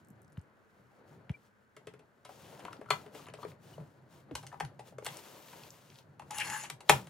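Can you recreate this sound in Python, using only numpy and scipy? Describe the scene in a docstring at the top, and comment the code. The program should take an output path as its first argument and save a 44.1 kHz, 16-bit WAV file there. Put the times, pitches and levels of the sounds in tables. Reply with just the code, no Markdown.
"""A quiet kitchen, a phone above a wooden counter: noise swells and random ticks make film crinkle, low tones make
fingers bump the counter, a sliding noise band swishes, and damped shell modes ring as fingers tap a hollow plastic lid.
Its latch snaps open, a cutter bar is lifted (more shell modes) and a bag is drawn off its roll with a high hiss.
The cutter slides along its rail in stick-slip and the bar is pressed shut with a loud snap; both snaps leave noisy tails.
A short diffuse tail adds the room; steady coloured noise is the room tone."""
import sys
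import numpy as np
from scipy import signal
from scipy.fft import rfft, irfft, next_fast_len
from scipy.io import wavfile
from scipy.ndimage import uniform_filter1d

SR = 44100
rng = np.random.default_rng(int(sys.argv[2]) if len(sys.argv) > 2 else 0)


def materialize(psi):
    """Save the field psi as 16-bit PCM at rate SR to the path in sys.argv[1].

    A 1-D psi becomes a single channel; in a 2-D psi each row is a channel.
    """
    bounded = np.clip(np.atleast_2d(psi).T, -1, 1)
    quanta = np.round(bounded * 32767).astype(np.int16)
    wavfile.write(sys.argv[1], SR, quanta)


N = 312669  # samples

# blows on the lid: (time [s], ring level [dB], ring centre [Hz], ring t60 before limits [s], crack re ring [dB])
LID_BLOWS = [(1.295, -40.5, 504, 0.054, -16), (1.765, -37.5, 425, 0.055, -12.5),
             (1.87, -33.5, 431, 0.056, -13.5), (1.937, -41.5, 452, 0.044, -16),
             (1.992, -52, 507, 0.069, -9), (2.249, -42, 660, 0.1, -5.5), (2.291, -35, 660, 0.068, -28),
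             (2.592, -45, 640, 0.15, -8.5), (2.65, -25.5, 860, 0.031, -19), (2.68, -29, 940, 0.035, -31),
             (2.729, -37, 1340, 0.031, -7), (2.812, -32, 430, 0.045, -26), (2.858, -42, 1370, 0.045, -23),
             (2.885, -43, 1390, 0.17, -33), (2.904, -9, 1060, 0.049, -14.5), (2.928, -37, 1300, 0.071, -17),
             (3.062, -37.5, 412, 0.037, -18), (3.147, -35.5, 413, 0.055, -15), (3.191, -45, 1100, .05, -27),
             (3.266, -40.5, 1010, 0.056, -10.5), (3.285, -29.5, 433, 0.014, -18.5),
             (3.337, -34, 510, 0.048, -11), (3.385, -36.5, 610, 0.06, -52), (3.429, -22, 855, 0.034, -38),
             (3.448, -24.5, 480, 0.032, -27.5), (3.778, -31, 570, 0.033, -43),
             (3.798, -44.5, 583, 0.15, -27)]
# blows on the cutter bar: (time [s], ring level [dB], ring centre [Hz], ring t60 before limits [s], crack re ring [dB])
BAR_BLOWS = [(4.311, -25, 380, 0.031, -44), (4.352, -28.5, 1040, 0.033, -0.5), (4.428, -55, 875, 0.034, 6),
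             (4.433, -37, 890, 0.041, -20.5), (4.466, -51, 1290, 0.026, 11.5),
             (4.515, -47.5, 1490, 0.11, -25), (4.525, -29, 820, 0.046, -32), (4.54, -28.5, 990, 0.029, -36),
             (4.6, -25, 1240, 0.027, -11.5), (4.605, -17, 850, 0.021, -21.5),
             (4.649, -38.5, 890, 0.018, -3.5), (4.792, -38.5, 670, 0.085, -13.5),
             (4.884, -60, 513, .051, 4), (4.922, -43.5, 596, 0.076, -38), (4.983, -27.5, 637, 0.029, -21.5),
             (5.022, -31, 590, 0.039, -35), (5.046, -53, 960, 0.08, 8), (5.056, -35, 1310, 0.019, -6),
             (5.063, -25.5, 900, 0.047, -5), (5.528, -41, 900, 0.07, -12.5),
             (6.195, -34, 1000, 0.033, -15.5), (6.219, -40, 834, 0.072, -21.5), (6.308, -40, 824, 0.17, -3),
             (6.384, -41, 851, 0.027, 10), (6.399, -50.5, 860, 0.18, 17), (6.502, -42, 900, 0.14, -19),
             (6.635, -43, 1050, 0.17, 3), (6.699, -31.5, 1050, 0.039, -2), (6.805, -42, 900, 0.044, -4.5),
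             (6.894, 0, 830, 0.037, -10), (6.901, -7.5, 503, 0.023, -15), (7.07, -43, 990, 0.022, -4)]
LID_PAN_DB = 1.5  # pans: left minus right


def undb(db):
    """Gain from dB."""
    return 10 ** (np.asarray(db) / 20)


def unit(x):
    """Scale to rms 1."""
    return x / np.sqrt(np.mean(x ** 2))


def fade(seconds, t60_s):
    """Exponential decay, 60 dB down after t60."""
    return np.exp(-np.log(1000) * seconds / t60_s)


def butter(order, hz, kind, x):
    """Butterworth filter."""
    return signal.sosfilt(signal.butter(order, hz, kind, fs=SR, output="sos"), x)


def colour(x, points):
    """Shape a noise by (frequency [Hz], density [dB]) points; rms 1."""
    hz, db = np.transpose(points)
    size = next_fast_len(N, True)
    log_hz = np.log(np.arange(size // 2 + 1) * SR / size + 1)
    gain = undb(np.interp(log_hz, np.log(hz), db, left=-90, right=-90))
    return unit(irfft(rfft(x, size) * gain, size)[:N])


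def curves(table):
    """Interpolate each column over time."""
    s, *columns = np.transpose(table)
    return [np.interp(np.arange(N) / SR, s, c) for c in columns]


def walk(rate_hz):
    """Random levels held 1 / rate and slewed twice; spread near 1."""
    hold = int(SR / rate_hz)
    steps = np.repeat(rng.standard_normal(N // hold + 1), hold)
    return 1.3 * uniform_filter1d(uniform_filter1d(steps, hold), hold)[:N]


def grains(rate_hz, spread_db, hiss):
    """Random micro-slips with capped exponential sizes in dB, over an even hiss."""
    size = undb(spread_db * np.minimum(rng.exponential(size=N), 3)) * rng.standard_normal(N)
    slips = unit(size * (rng.random(N) < rate_hz / SR))
    return slips + hiss * rng.standard_normal(N)


def sides(pan_db):
    """Left and right gains."""
    return undb(np.array([pan_db, -pan_db]) / 2)


def apart(mid, side, width):
    """Left and right share the mid; close ports differ little in the bass."""
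    side = butter(1, 220, "high", side)
    return mid + np.clip(width, 0, 1) * side * np.array([[1], [-1]])


def wide(make, width):
    """Stereo from two independent draws."""
    return apart(make(), make(), width)


def add(out, s, sound, pan_db=0.):
    """Place a sound at a time and pan."""
    i = int(s * SR)
    n = min(len(sound), N - i)
    out[:, i:i + n] += sides(pan_db)[:, None] * sound[:n]


def burst(t60_s, low_hz, high_hz, rise_s):
    """Modes too dense to tell apart: a band of noise that dies away, peak near 1."""
    t = np.arange(SR // 8) / SR
    shape = fade(t, t60_s) * np.minimum(t / rise_s, 1)
    x = butter(3, [low_hz, high_hz], "band", rng.standard_normal(len(t)) * shape)
    return x * np.sqrt(np.sum(shape ** 2) / np.sum(x ** 2)) / (2 * shape.max())


def swell(length_s, hz, skew, sag):
    """A tone that swells and dies while its pitch sags by a share of its middle value."""
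    t = np.arange(int(length_s * SR)) / SR
    phase = np.cumsum(hz * (1 + sag * (.5 - t / length_s))) / SR
    return np.sin(np.pi * (t / length_s) ** skew) ** 2 * np.sin(2 * np.pi * phase)


def taps(blows, modes, reach_db_oct, clatter_share, crack_share, clatter_db, pan_db):
    """Each blow favours the modes near its centre; the upper shell clatters and cracks more briefly."""
    contact_s = 0.004
    soft_contact, soft_dulls = 0.068, 0.15  # a softer touch (less crack) lasts longer, clatters duller
    clatter_follows = 0.56  # share of the crack's relative level
    waver_depth = .5  # each mode's level wavers at random as it dies, which roughens its tone
    ring_left_db, crack_left_db = 5.5, 1  # the low ring leans further left
    out, t = np.zeros((2, N)), np.arange(SR // 6) / SR
    hz, mode_db = (c[:, None] for c in np.transpose(modes))
    for s, ring_db, centre_hz, t60_s, crack_db in blows:
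        t60_s = np.clip(t60_s, .015, .14)
        pitch_jitter, start, uneven = rng.standard_normal((3, len(hz), 1))
        soft_db = np.clip(-crack_db, 0, 40)
        touch_s = contact_s * undb(soft_contact * soft_db)
        # a hard blow wakes the whole shell, a light one only the modes nearby
        narrow = reach_db_oct * np.clip(-ring_db / 30, .35, 1.3)
        gain = undb(mode_db + 2 * uneven - narrow * np.abs(np.log2(hz / centre_hz)))
        # each mode's pitch varies a little from blow to blow
        phase = 2 * np.pi * hz * (1 + .012 * pitch_jitter) * t + 3 * start
        slow_noise = uniform_filter1d(rng.standard_normal((len(hz), len(t))), SR // 200, axis=1)
        waver = 1 + waver_depth * unit(slow_noise)
        decay = fade(t, t60_s * np.sqrt(centre_hz / hz))
        ring = np.sum(gain * waver * decay * np.sin(phase), axis=0)
        ring *= np.sin(np.pi / 2 * np.minimum(t / touch_s, 1)) ** 2
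        ring /= np.sqrt(2 * np.sum(gain ** 2))
        clatter_top_hz = 3600 * undb(-soft_dulls * soft_db)
        clatter = burst(clatter_share * t60_s, 530, clatter_top_hz, 0.62 * touch_s)
        crack = burst(crack_share * t60_s, 3060, 10900, 0.17 * contact_s)
        add(out, s, undb(ring_db) * ring, pan_db + ring_left_db)
        add(out, s, undb(ring_db + clatter_db + clatter_follows * crack_db) * clatter, pan_db)
        add(out, s, undb(ring_db + crack_db) * crack, pan_db + crack_left_db)
    return out


def lid():
    """Taps and latch snap ring the hollow plastic shell."""
    # shell modes: (frequency [Hz], level [dB])
    lid_modes = [(430, -2.5), (585, -6.5), (740, -4.5), (985, 2.5), (1170, 0), (1320, 2.5), (1470, -3),
                 (2040, -8.5), (3040, 6), (3375, 5), (4300, 12.5)]
    return taps(LID_BLOWS, lid_modes, reach_db_oct=15.3, clatter_share=0.83, crack_share=0.44,
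                clatter_db=-1.5, pan_db=LID_PAN_DB)


def bar():
    """Lifting, handling and snapping shut ring the bar's shell."""
    # shell modes: (frequency [Hz], level [dB])
    bar_modes = [(390, -8), (454, 3), (587, 0), (770, -3), (825, -1), (962, 0), (1210, -1), (1545, -3),
                 (1764, -2), (2232, -5), (2509, -4), (2725, -2), (2870, -2), (3361, -3), (3664, -3)]
    return taps(BAR_BLOWS, bar_modes, reach_db_oct=23.3, clatter_share=0.7, crack_share=0.76,
                clatter_db=0, pan_db=1)


def cutter():
    """Coarse stick-slip of the slider rings its own small modes over a broad scrape and a patchy rasp."""
    # cutter on its rail: (time [s], level [dB], 1.5-3 kHz rasp level [dB])
    slide = [(6.306, -47, -58), (6.314, -54, -65), (6.345, -47.5, -54), (6.375, -46, -62),
             (6.405, -45, -41.5), (6.435, -48, -45), (6.448, -42, -54), (6.465, -38.5, -59),
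             (6.493, -44.5, -65), (6.506, -41.5, -52), (6.53, -38, -54), (6.57, -43, -61),
             (6.61, -43.5, -64), (6.655, -56, -47.5), (6.71, -78, -90)]
    # slider modes: (frequency [Hz], width [Hz], level [dB])
    slider_modes = [(846, 22, 17), (1694, 110, 11), (2050, 90, 0.5), (2760, 78, 8), (4330, 79, -4),
                    (5330, 130, 2), (6620, 310, 11), (6990, 140, 10), (7900, 150, 0), (10080, 420, 12),
                    (10750, 300, 2)]
    # scrape spectrum: (frequency [Hz], density [dB])
    scrape_colour = [(240, -51), (400, -30), (690, -24), (854, 2), (949, -0.5), (2700, -9.5), (4010, -15.5),
                     (6920, -16), (15000, -25)]
    # rasp spectrum: (frequency [Hz], density [dB])
    rasp_colour = [(1200, -20), (1600, -3), (2300, 0), (2900, 1), (3400, -12)]
    pan_db = 3.5
    db, rasp_db = curves(slide)
    t = np.arange(N) / SR
    moving = (t > slide[0][0]) & (t < slide[-1][0])
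    slips = grains(2500, 3.2, .6) * undb(2.2 * walk(150))
    ring = np.zeros(N)
    for hz, width_hz, mode_db in slider_modes:
        drive = slips + grains(1200, 3.5, .3)
        mode = unit(signal.lfilter(*signal.iirpeak(hz, hz / width_hz, SR), drive))
        # the contact point wanders, so each mode comes and goes on its own
        ring += undb(mode_db + 6 * walk(40)) * mode
    scrape = wide(lambda: colour(slips + rng.standard_normal(N), scrape_colour), 0.033)
    rasp = wide(lambda: colour(grains(900, 3, .6), rasp_colour), .3) * undb(rasp_db + 3 * walk(120))
    body = undb(-1.5) * unit(ring) + undb(-6.5) * scrape
    return sides(pan_db)[:, None] * moving * (undb(db) * body + rasp)


def creases():
    """Rows of faint random ticks while film, lid and bag are handled."""
    # (start [s], end [s], ticks [count], mean peak [dB], centre [Hz])
    rows = [(.04, .34, 6, -61, 9500), (2.3, 2.9, 14, -49, 2400), (3.05, 3.55, 10, -49, 2800),
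            (5.1, 5.7, 12, -51, 2800), (5.88, 6.03, 8, -53, 3600)]
    spread_db = 4
    found = []
    for start_s, end_s, ticks, db, hz in rows:
        for when, size, tone in rng.random((ticks, 3)):
            s = start_s + (end_s - start_s) * when
            found.append((s, db + spread_db * (2 * size - 1), hz * 2 ** (tone - .5)))
    return found


def pops():
    """Creases flipping, a nail or a catch touching: a bare tick each, an octave or two wide."""
    # (time [s], peak [dB], centre [Hz])
    single_ticks = [(.048, -56, 9500), (.085, -52, 11500), (.103, -52, 10500), (.218, -53, 11500),
                    (.322, -57, 7100), (.372, -45, 2200), (.373, -47, 1050), (2.768, -50, 3600),
                    (4.355, -30, 2200), (4.356, -32, 4600), (.376, -56, 9000), (.394, -58, 8000),
                    (.414, -57, 8000), (1.2942, -35, 2800), (1.2945, -39, 1400), (2.595, -50, 3000),
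                    (2.86, -46, 1900), (1.315, -56, 8500), (2.652, -42, 3200), (4.311, -46, 2400),
                    (4.473, -40, 5000), (5.088, -33.5, 2980), (5.484, -46, 3740), (5.635, -37.5, 4040),
                    (5.705, -36.5, 5800), (5.901, -46.5, 4410), (5.957, -44, 4420), (5.987, -41.5, 4420),
                    (6.8906, -14, 3200), (5.047, -31, 9500), (5.17, -33, 8500), (6.3085, -30, 8500),
                    (6.3845, -24, 6500), (6.385, -32, 12500), (6.4995, -25, 6900), (6.4997, -26, 1700),
                    (6.7005, -28, 8500), (6.701, -29, 1700), (5.056, -34, 13500), (5.066, -32, 13000)]
    pan_db = 3.5
    out = np.zeros((2, N))
    for s, db, hz in single_ticks + creases():
        tick = burst(0.0065, hz / 1.74, min(1.34 * hz, 16000), 0.00048)
        add(out, s, undb(db) * tick, pan_db)
    return out


def bag():
    """Fine top-end sizzle while the bag leaves its roll."""
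    # hiss spectrum: (frequency [Hz], density [dB])
    hiss_colour = [(11500, -3), (13800, -2), (15800, -11), (16100, -40.5)]
    start_s, length_s, rise_s, fade_s, level_db = 5.06, 0.77, 0.0046, .16, -70
    t = np.arange(N) / SR - start_s
    on = np.clip(np.minimum(t / rise_s, (length_s - t) / fade_s), 0, 1)
    hiss = wide(lambda: colour(grains(2500, 2.5, 1.3), hiss_colour), 0.67)
    return hiss * on * undb(level_db + 1.6 * walk(12))


def noise_swells():
    """Level in dB of the noise swells: each rises, drifts from first to last level and falls away."""
    # slipping sleeves, film and bag, and the noisy tails after the two snaps:
    # (start [s], length [s], first level [dB], last level [dB])
    swell_rows = [(0, 0.03, -73, -82), (0.686, 0.32, -80, -83.5), (0.96, 0.034, -86, -86),
                  (1.08, 0.07, -74.5, -73.5), (1.348, 0.12, -81, -74), (2.302, 0.25, -63.5, -62),
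                  (2.56, 0.31, -63.5, -79), (2.927, 0.19, -54, -77), (3.156, 0.099, -54.5, -66),
                  (3.384, 0.041, -68.5, -59.5), (3.479, 0.024, -62.5, -63), (3.635, 0.13, -65.5, -66.5),
                  (3.788, 0.18, -72, -82), (4.116, 0.088, -67, -69), (4.369, 0.31, -64, -82.5),
                  (4.85, 0.031, -70, -59.5), (5.056, 0.14, -55, -53.5), (5.218, 0.46, -58.5, -60),
                  (5.723, 0.28, -65, -66.5), (5.909, 0.081, -74, -63), (6.257, 0.22, -73.5, -58),
                  (6.923, 0.15, -42, -69.5)]
    rise_db_s, fall_db_s = 435, 344
    t, db = np.arange(0, N / SR, .002), -120.
    for s, length_s, first_db, last_db in swell_rows:
        end_s = s + length_s
        held = np.interp(t, [s, end_s], [first_db, last_db])
        held = held - rise_db_s * np.maximum(s - t, 0) - fall_db_s * np.maximum(t - end_s, 0)
        db = np.maximum(db, held)
    return np.interp(np.arange(N) / SR, t, db)


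def shakes():
    """Gain of the counter's shudder: each tap builds up late, loud ones less than in proportion."""
    level_db, follows, rise_s, t60_s = -43.5, 0.56, 0.007, 0.64
    power, t = np.zeros((2, N)), np.arange(SR // 2) / SR
    shape = np.minimum(t / rise_s, 1) * fade(t, t60_s)
    for s, ring_db, *_ in LID_BLOWS + BAR_BLOWS:
        add(power, s, (undb(level_db + follows * ring_db) * shape) ** 2)
    return np.sqrt(power[0])


def hands():
    """Fine crackle of slips and snap tails on top, rubbing in the shell, rumble in the wood."""
    # hands at work: (time [s], rubbing on the housing [dB], counter rumble [dB])
    work_levels = [(0, -71.5, -60.5), (.3, -68, -61), (.5, -69, -77), (.65, -72, -80), (.75, -69, -69),
                   (.88, -73, -71), (.98, -66, -88), (1.14, -62, -55.5), (1.36, -70.5, -75),
                   (1.7, -76.5, -89), (1.95, -65, -64), (2.2, -74.5, -78), (2.5, -57.5, -61),
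                   (3.3, -61, -60.5), (4.05, -67.5, -61), (4.5, -64, -59.5), (5.0, -73, -61.5),
                   (5.3, -87, -70), (6.2, -67, -62), (6.45, -62.5, -56.5), (7.09, -64, -68)]
    # rustle spectrum: (frequency [Hz], density [dB])
    rustle_colour = [(880, 4.5), (1500, -6.5), (2240, -5.5), (2910, -3.5), (4660, -7), (7300, -8),
                     (8300, -12), (9600, -9.5), (11400, -13), (13900, -10), (15800, -12), (16100, -31)]
    # rubbing spectrum: (frequency [Hz], density [dB])
    rub_colour = [(130, 0), (220, 4.5), (575, 8), (786, 3), (924, 2.5), (1130, -3), (1350, -3), (1560, -4),
                  (3500, -23.5), (4550, -18.5), (7700, -120)]
    # rumble spectrum: (frequency [Hz], density [dB])
    rumble_colour = [(21, -92), (35, -77), (54, -34), (74, -21.5), (135, -8.5), (157, -12), (204, -19.5),
                     (300, -24.5), (390, -24), (660, -120)]
    rustle_rest_db, rub_with_swell_db = -83.5, -1  # each noise swell also raises the rubbing layer
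    swell_db, (rub_db, rumble_db) = noise_swells(), curves(work_levels)
    stir = walk(24.54)
    rustle = wide(lambda: colour(grains(2500, 2.5, 1.3), rustle_colour), .4)
    rustle = rustle * undb(.8 * stir + .8 * walk(70))
    rub = wide(lambda: colour(grains(800, 2.0, 1.8), rub_colour), .45)
    rub = rub * undb(1.3 * stir + 1.3 * walk(35))
    rumble = wide(lambda: colour(rng.standard_normal(N), rumble_colour), 0.63) * undb(1.75 * walk(16))
    rustle_gain = np.hypot(undb(swell_db), undb(rustle_rest_db))
    rub_gain = np.hypot(undb(rub_db), undb(swell_db + rub_with_swell_db))
    rumble_gain = np.hypot(undb(rumble_db), shakes())
    return (sides(3.5)[:, None] * rustle * rustle_gain
            + sides(5.1)[:, None] * rub * rub_gain
            + rumble * rumble_gain)


def counter():
    """The wooden top answers soft flesh and hard snaps with a late, heavily damped low mode."""
    # soft bumps: (time [s], peak [dB], middle pitch [Hz], length [s])
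    thuds = [(0.102, -48, 202, 0.019), (0.378, -31, 121, 0.016), (0.386, -43, 83.6, 0.028),
             (1.3, -25.5, 131, 0.02), (1.307, -42, 80, 0.025), (2.639, -50, 200, 0.014),
             (2.79, -41.5, 250, 0.014), (2.92, -44, 129, 0.041), (3.455, -50, 151, 0.1),
             (3.78, -42.5, 145.3, 0.087), (4.311, -40, 274, 0.042), (4.323, -46.5, 67, 0.075),
             (4.612, -52, 63, 0.08), (4.625, -38.5, 135, 0.073), (6.715, -49, 130, 0.069),
             (6.898, -32.5, 168, 0.026), (6.91, -33, 130, 0.11), (6.925, -48.5, 185.4, 0.21),
             (6.932, -36, 92, 0.034)]
    out = np.zeros((2, N))
    for s, db, hz, length_s in thuds:
        add(out, s, undb(db) * swell(length_s, hz, skew=0.61, sag=0.51))
    return out


def squeaks():
    """Brief thin tones that swell and die."""
    # (time [s], level [dB], middle pitch [Hz], length [s])
    thin_tones = [(1.337, -49, 2342, .032), (3.735, -56, 2950, .016)]
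    out = np.zeros((2, N))
    for s, db, hz, length_s in thin_tones:
        add(out, s, undb(db) * swell(length_s, hz, skew=.65, sag=.005), pan_db=3.0)
    return out


def swish():
    """A faint narrow band of noise that slides down and settles."""
    start_s, length_s, level_db = .84, .45, -67.5
    from_hz, to_hz, sink_s, lowpass_hz = 2000, 385, .06, 70
    out, t = np.zeros((2, N)), np.arange(int(length_s * SR)) / SR
    hz = to_hz + (from_hz - to_hz) * np.exp(-t / sink_s)
    slow = butter(2, lowpass_hz, "low", rng.standard_normal((2, len(t))))
    phase = 2 * np.pi * np.cumsum(hz) / SR
    band = unit(slow[0] * np.cos(phase) + slow[1] * np.sin(phase))
    add(out, start_s, undb(level_db) * band * np.sin(np.pi * t / length_s), LID_PAN_DB)
    return out


def kitchen(dry):
    """Short diffuse tail of a small room, duller as it fades, its sides differing above the bass."""
    t60_s, level_db = 0.18, -4.5
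    t = np.arange(SR // 2) / SR
    noise = rng.standard_normal((2, len(t)))
    dull = butter(1, 3000, "low", noise)
    tail = dull * fade(t, t60_s) + (noise - dull) * fade(t, 0.82 * t60_s)
    tail = tail * (t > .004)
    tail = apart(tail[0], butter(1, 700, "high", tail[1]), 1.0)
    tail = tail / np.sqrt(np.sum(tail[0] ** 2))
    return undb(level_db) * signal.fftconvolve(dry, tail, axes=1)[:, :N]


def air():
    """Steady room tone: wide coloured noise, gently wavering."""
    # room tone spectrum: (frequency [Hz], density [dB])
    air_colour = [(15, -96), (25, -9), (135, 3.5), (167, -21), (202, 7), (238, -4), (368, -13), (445, -2),
                  (568, -19), (617, -18), (1510, -6.5), (2980, -27), (16500, -95)]
    level_db = -71
    return wide(lambda: colour(rng.standard_normal(N), air_colour), 1.0) * undb(level_db + 0.8 * walk(1.8))


def scene():
    """Mix the close work, its room, the counter and the air."""
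    tick_room_db = -4.5  # small ticks close to the phone wake the room less
    ports_alike_hz = 257  # below this the two ports hear nearly the same work
    wood_lag = 14  # samples by which the counter's bass reaches the left port late
    hits = lid() + bar() + cutter()
    ticks = pops()
    near = hits + ticks + hands() + squeaks() + swish() + bag()
    # the work is left of the phone: it reaches the right port one sample late
    near[1, 1:] = near[1, :-1].copy()
    work = near + kitchen(hits + undb(tick_room_db) * ticks)
    side = butter(1, ports_alike_hz, "high", work[0] - work[1]) / 2
    wood = counter() * sides(0.8)[:, None]
    wood[0] = np.roll(wood[0], wood_lag)
    return work.mean(axis=0) + side * np.array([[1], [-1]]) + wood + air()


def record(dry):
    """The phone drops the deepest bass and cuts the top; a soft ceiling rounds the very loudest peaks."""
    ceiling, top_hz = .9, 16300
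    dry = butter(2, 60, "high", dry)
    dry = dry / (1 + (dry / ceiling) ** 4) ** .25
    return signal.sosfilt(signal.ellip(10, .2, 80, top_hz, fs=SR, output="sos"), dry)


dry = scene()
out = record(dry)
materialize(out)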